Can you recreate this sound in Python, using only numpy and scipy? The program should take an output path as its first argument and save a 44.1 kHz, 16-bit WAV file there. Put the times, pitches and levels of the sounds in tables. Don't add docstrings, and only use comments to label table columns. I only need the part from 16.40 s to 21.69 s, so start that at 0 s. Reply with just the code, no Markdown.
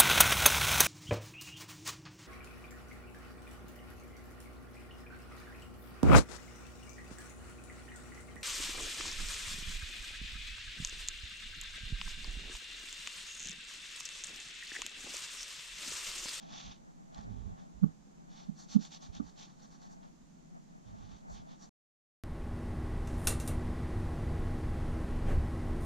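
import sys
import numpy as np
from scipy import signal
from scipy.fft import rfft, irfft, next_fast_len
from scipy.io import wavfile

SR = 44100
rng = np.random.default_rng(int(sys.argv[2]) if len(sys.argv) > 2 else 0)


def log_audio(samples):
    frames = np.atleast_2d(samples).T
    limited = np.clip(frames, -1, 1)
    pcm = np.round(limited * 32767).astype(np.int16)
    wavfile.write(sys.argv[1], SR, pcm)


N = 233431
TIME = np.arange(N) / SR
FFT_SIZE = next_fast_len(N, real=True)
FREQS = np.fft.rfftfreq(FFT_SIZE, 1 / SR)

# start/s, length/s, level/dB, brightness/(dB per octave)
STROKES = [(-0.03, 0.14, -60.5, 0), (0.095, 0.21, -50, 0), (0.218, 0.16, -55, -0.5), (0.73, 0.14, -63, 0.5),
           (1.159, 0.11, -69.5, -0.5), (1.905, 0.19, -60, 1), (2.164, .105, -58, 5.5),
           (2.29, 0.09, -50, 2.5), (2.399, 0.1, -51.5, 2.5), (2.51, 0.078, -50, 1.5), (2.604, .1, -57, 2),
           (2.728, 0.081, -57, 0.9), (2.831, .105, -63.5, 3), (2.971, 0.11, -52, 1.1),
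           (3.048, 0.12, -69, 1.5), (3.184, .11, -63.5, 4), (3.296, 0.095, -64.5, 3), (3.399, 0.1, -64, 3),
           (3.49, 0.086, -68, 10), (3.616, 0.083, -69.5, -0.5), (4.447, 0.11, -70, 0), (4.549, 0.2, -69, 0),
           (4.664, 0.17, -65, 0.5), (4.888, 0.096, -65, 12.5), (4.928, 0.11, -61, 0),
           (5.07, .11, -64.5, 0.5), (5.192, 0.098, -63, 6)]
LIGHT_STROKE_DB = -60
# f/Hz, level/dB
FLICK_TONE = [(700, -48.5), (1300, 0), (2100, -9.5), (2800, -9), (3450, -0.5), (3900, -3.5), (4320, 5),
              (5090, -2.5), (6000, -4.5), (7200, -3), (8300, -20), (10300, -34), (12400, -28.5),
              (15000, -45)]
# f/Hz, level/dB
HEAVY_TONE = [(700, -17.5), (1300, -7), (1900, -8.5), (2150, -4), (2380, -1.5), (2800, -2.5), (3450, 4.5),
              (4000, -0.5), (4400, -3), (5100, -5), (6500, -4), (7300, -18.5), (8200, -33.5), (12400, -47),
              (15000, -62)]
# f/Hz, level/dB
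HOLLOW_TONE = [(60, -30), (130, 3), (200, 5), (340, -15), (520, -14.5), (660, -3.5), (850, 3), (990, -13),
               (1130, -0.5), (1270, -12.5), (1800, -18.5), (2600, -43.5), (5000, -50.5), (10000, -78.5)]
# f/Hz, likeness (-1 to 1)
HISS_LIKENESS = [(1500, -0.43), (2600, 0.61), (4000, 0.98), (6000, 0.52), (8000, -0.075)]
# f/Hz, likeness (-1 to 1)
TABLE_LIKENESS = [(200, -0.79), (800, -0.9), (1200, -0.9), (1600, -0.2), (2000, 0.24)]


def gain_of(db):
    return 10 ** (np.asarray(db) / 20)


def unit_level(x):
    return x / np.sqrt(np.mean(x ** 2) + 1e-20)


def curve_at(points, hz):
    f, value = np.transpose(points)
    return np.interp(np.log(hz + 1), np.log(np.sort(f) + 1), value)


def colour(x, tone, size=8192):
    db = np.maximum(curve_at(tone, abs(np.fft.fftfreq(size, 1 / SR))), -100)
    response = np.exp(np.conj(signal.hilbert(np.log(gain_of(db)))))
    taps = np.fft.ifft(response).real[:size // 2]
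    return signal.fftconvolve(np.atleast_2d(x), taps[None] / np.linalg.norm(taps), axes=1)[:, :N]


def ring(x, hz, width_hz):
    r = np.exp(-np.pi * width_hz / SR)
    return 2 * signal.lfilter([1 - r], [1, -r * np.exp(2j * np.pi * hz / SR)], x).real


def stereo(x, likeness):
    same = np.clip(curve_at(likeness, FREQS), -1, 1)
    mid, side = rfft(x, FFT_SIZE) * np.sqrt([(1 + same) / 2, (1 - same) / 2])
    return irfft(np.array([mid + side, mid - side]), FFT_SIZE)[:, :N]


def lean_right(x, right_db):
    x = x * gain_of([[-right_db / 2], [right_db / 2]])
    return x / np.sqrt(np.mean(x.mean(0) ** 2))


def rocking(x, left_db):
    return x * np.array([[-gain_of(left_db)], [1]])


def wander(rate_hz):
    slow = rfft(rng.standard_normal(FFT_SIZE)) / (1 + (FREQS / rate_hz) ** 4)
    return unit_level(irfft(slow, FFT_SIZE)[:N])


def hump(peak_s, rise_s, fall_s, edge=2):
    distance = (TIME - peak_s) / np.where(TIME < peak_s, rise_s, fall_s)
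    near = abs(distance) < 5
    shape = np.zeros(N)
    shape[near] = np.exp(-abs(distance[near]) ** np.where(distance[near] < 0, edge, 2))
    return shape


def friction(per_s, spread_db, smooth=1.0):
    size = gain_of(spread_db * np.minimum(rng.exponential(1, (2, N)), 4))
    snaps = size * rng.choice([-1, 1], (2, N)) * (rng.random((2, N)) < per_s / SR)
    return unit_level(unit_level(snaps) + smooth * rng.standard_normal((2, N)))


def felt_hiss(tone, stroke_power, peaks_db, pivot_hz=4300):
    # f/Hz, width/Hz, level/dB
    hiss_peaks = [(3630, 50, -5), (3700, 48, -13), (3730, 23, -10.5), (4520, 58, -29.5), (5630, 38, 6.5),
                  (5500, 19, -15), (6100, 33, -13), (5280, 10, -23), (6040, 10.3, 11), (6376, 83, 0.5)]
    rub = colour(friction(per_s=5000, spread_db=3, smooth=0.91), tone)
    peaks = sum(gain_of(db) * ring(rub, hz, width) for hz, width, db in hiss_peaks)
    rub = rub + gain_of(peaks_db) * peaks
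    spectrum = rfft(lean_right(stereo(rub, HISS_LIKENESS), right_db=1.5), FFT_SIZE)
    level_db, brightness = np.transpose(STROKES)[2:]
    octaves = np.log2(np.geomspace(2000, 9000, num=4) / pivot_hz)
    hiss = 0
    for octave, share in zip(octaves, np.eye(len(octaves))):
        band_shape = np.interp(np.log2((FREQS + 1) / pivot_hz), octaves, share)
        band = irfft(spectrum * band_shape, FFT_SIZE)[:, :N]
        hiss = hiss + band * np.sqrt(gain_of(level_db + brightness * octave) ** 2 @ stroke_power)
    return hiss


def table_murmur(rub):
    # f/Hz, width/Hz, level/dB
    upper_rings = [(871, 8.2, -3), (1048, 40, -8), (2080, 510, -1.5)]
    murmur = colour(rub, HOLLOW_TONE)
    murmur = murmur + sum(gain_of(db) * ring(murmur, hz, width) for hz, width, db in upper_rings)
    return unit_level(stereo(murmur, TABLE_LIKENESS))


def rasp(speed, flick):
    # f/Hz, level/dB
    rasp_tone = [(3000, -21), (7000, -3), (9000, 4), (12500, -2), (15000, -8)]
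    level_db, brightness = np.transpose(STROKES)[2:]
    rasp_db = -101 + 1.6 * (level_db - LIGHT_STROKE_DB) + 1.9 * brightness
    crackle = colour(friction(per_s=1200, spread_db=6, smooth=0.5), rasp_tone)
    return crackle * (gain_of(rasp_db) @ (speed ** 2 * flick))


def marker(grip_db=1.28, flick_brightness=1.13, press_s=0.035):
    # t/s, level/dB
    presses = [(.04, -72), (.135, -46.5), (.787, -47), (1.19, -56.5)]
    grip = gain_of(grip_db * wander(rate_hz=55))
    speed = np.array([hump(start + 0.45 * length, 0.41 * length, 0.38 * length, edge=2.5) ** 2
                      for start, length, *_ in STROKES])
    level_db, brightness = np.transpose(STROKES)[2:]
    flick = (1 + np.tanh((brightness[:, None] - flick_brightness) / 2)) / 2
    hiss = gain_of(-2.5) * felt_hiss(HEAVY_TONE, speed * (1 - flick), peaks_db=-5)
    hiss += gain_of(-3) * felt_hiss(FLICK_TONE, speed * flick, peaks_db=6)
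    murmur_db = -53.5 + 0.36 * (level_db - LIGHT_STROKE_DB)
    pressing = sum(gain_of(db) * hump(t, press_s, press_s) for t, db in presses)
    murmur_level = np.sqrt(gain_of(murmur_db) ** 2 @ speed + pressing ** 2)
    murmur = murmur_level * table_murmur(friction(per_s=1500, spread_db=0.5))
    return grip * (hiss + rasp(speed, flick) + gain_of(-2.5) * murmur)


def room(air_db=-60.5, drone_db=-58, waver_db=4.5):
    # f/Hz, level/dB
    air_tone = [(20, -4), (55, -7.5), (105, -21), (160, 2), (240, -3), (420, -20), (820, -20.5),
                (1400, -27.5), (2830, -32.5), (5300, -31.5), (6400, -26.5), (7400, -28.5), (8300, -40),
                (12200, -47), (15000, -55.5)]
    # f/Hz, likeness (-1 to 1)
    air_likeness = [(100, 0.45), (1500, 0.14), (3000, 0.26), (8000, 0)]
    # f/Hz, level/dB
    drone_tone = [(40, -26.5), (110, -22.5), (165, -1), (220, -6.5), (320, -22.5), (510, -24), (640, -15.5),
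                  (850, -17), (1020, -27.5), (1150, -26), (2000, -36), (3500, -57), (10000, -89.5)]
    air = stereo(colour(rng.standard_normal((2, N)), air_tone), air_likeness)
    drone = unit_level(colour(rng.standard_normal(N), drone_tone))
    drone *= gain_of(waver_db * wander(rate_hz=7.4))
    return gain_of(air_db) * lean_right(air, right_db=2) + gain_of(drone_db) * rocking(drone, left_db=0.5)


def ticks(fade_s=0.0021):
    # t/s, level/dB
    tip_ticks = [(.124, -43), (.746, -42), (0.781, -44), (0.812, -49), (2.291, -50), (2.451, -38),
                 (2.518, -46), (2.751, -40)]
    bursts = sum(gain_of(db) * np.exp(-abs(TIME - t) / fade_s) * (TIME >= t) for t, db in tip_ticks)
    snaps = bursts * rng.standard_normal((2, N))
    in_air = stereo(colour(snaps, FLICK_TONE), HISS_LIKENESS)
    in_table = stereo(colour(snaps, HOLLOW_TONE), TABLE_LIKENESS)
    return gain_of(-8) * in_air + gain_of(-10) * in_table


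def table_ringing(push):
    # f/Hz, level/dB, time to fade by 60 dB/s
    notes = [(161.9, 12, 0.16), (201, 8, 0.1), (226.5, 4.5, 0.088), (283, 13, 0.14), (422, 13.5, 0.13)]
    return sum(gain_of(db) * ring(push, hz, np.log(1000) / np.pi / fade_s) for hz, db, fade_s in notes)


def hand_slides(attack_s=0.028, release_s=0.03, jerk_db=1):
    # start/s, length/s, level/dB
    slides = [(0.235, 0.041, -56.5), (0.761, 0.094, -54), (0.873, 0.24, -47.5), (1.337, 0.14, -57),
              (2.744, 0.12, -60), (4.435, 0.18, -58), (4.586, .18, -59.5), (4.888, 0.1, -53)]
    # f/Hz, level/dB
    rumble_tone = [(15, -58), (30, -8), (47, 3), (62, -5), (85, -10), (106, 0.5), (130, -23.5), (215, -6.5),
                   (320, -43), (410, -23), (560, -44.5), (1200, -79)]
    level = np.zeros(N)
    for start, length, db in slides:
        rise = np.clip((TIME - start) / attack_s, 0, 1)
        fall = np.exp(-np.maximum(TIME - start - length, 0) / release_s)
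        level += gain_of(db) * rise * fall
    level *= gain_of(jerk_db * wander(rate_hz=71))
    slips = friction(per_s=330, spread_db=1)
    right, left = unit_level(colour(slips, rumble_tone))
    rumble = gain_of(7.5) * np.array([gain_of(-18.5) * left, right])
    push = colour(slips[0], HOLLOW_TONE)[0]
    hum = gain_of(-6) * rocking(unit_level(table_ringing(push)), left_db=-7.5)
    murmur = gain_of(-14) * table_murmur(slips)
    skin_hiss = gain_of(-29) * stereo(colour(slips, HEAVY_TONE), HISS_LIKENESS)
    return level * (rumble + hum + murmur + skin_hiss)


def bumps(rebound_s=0.026, wood_fade_s=0.04):
    # peak t/s, level/dB, f/Hz, swell/s, fade/s, rattle level against the bump/dB
    soft_bumps = [(1.072, -34, 85.5, 0.0094, 0.039, -39), (1.4428, -16, 187.7, 0.014, 0.0028, -19),
                  (2.0963, -30, 197, 0.0079, 0.0049, -29.5), (2.3662, -15, 211.3, .011, 0.0051, -22.5),
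                  (2.702, -35, 67.6, 0.0091, 0.0066, -24), (2.803, -26.5, 234, 0.003, 0.0073, -11)]
    # f/Hz, level/dB
    rattle_tone = [(120, -1), (290, -8), (400, 4), (520, -5.5), (700, -4.5), (840, 2.5), (960, -17),
                   (1160, 3.5), (1300, -7), (1520, -13), (1800, -54), (5000, -100)]
    shudder, rattle_level = np.zeros(N), np.zeros(N)
    for t, db, hz, swell, fade, loose_db in soft_bumps:
        shudder += gain_of(db) * hump(t, swell, fade) * np.cos(2 * np.pi * hz * (TIME - t))
        dying_in_wood = gain_of(-13) * np.exp(-abs(TIME - t) / wood_fade_s) * (TIME > t)
        contact = hump(t - fade / 2, swell, fade, edge=7.4)
        rattle_level += gain_of(db + loose_db) * (contact + dying_in_wood)
    rattle = colour(rattle_level * rng.standard_normal((2, N)), rattle_tone)
    rattle = gain_of(-8) * stereo(rattle, TABLE_LIKENESS)
    ringing = gain_of(-7) * table_ringing(shudder + gain_of(6) * rattle[1])
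    rebound = gain_of(-19) * np.interp(TIME - rebound_s, TIME, shudder)
    return rocking(shudder + rebound + ringing, left_db=-13.5) + rattle


def scene():
    return marker() + ticks() + bumps() + hand_slides() + room()


def record(dry):
    low_pass = signal.firwin(511, 15000, window=("kaiser", 9), fs=SR)
    return signal.oaconvolve(dry, low_pass[None], "same")


dry = scene()
out = record(dry)
log_audio(out)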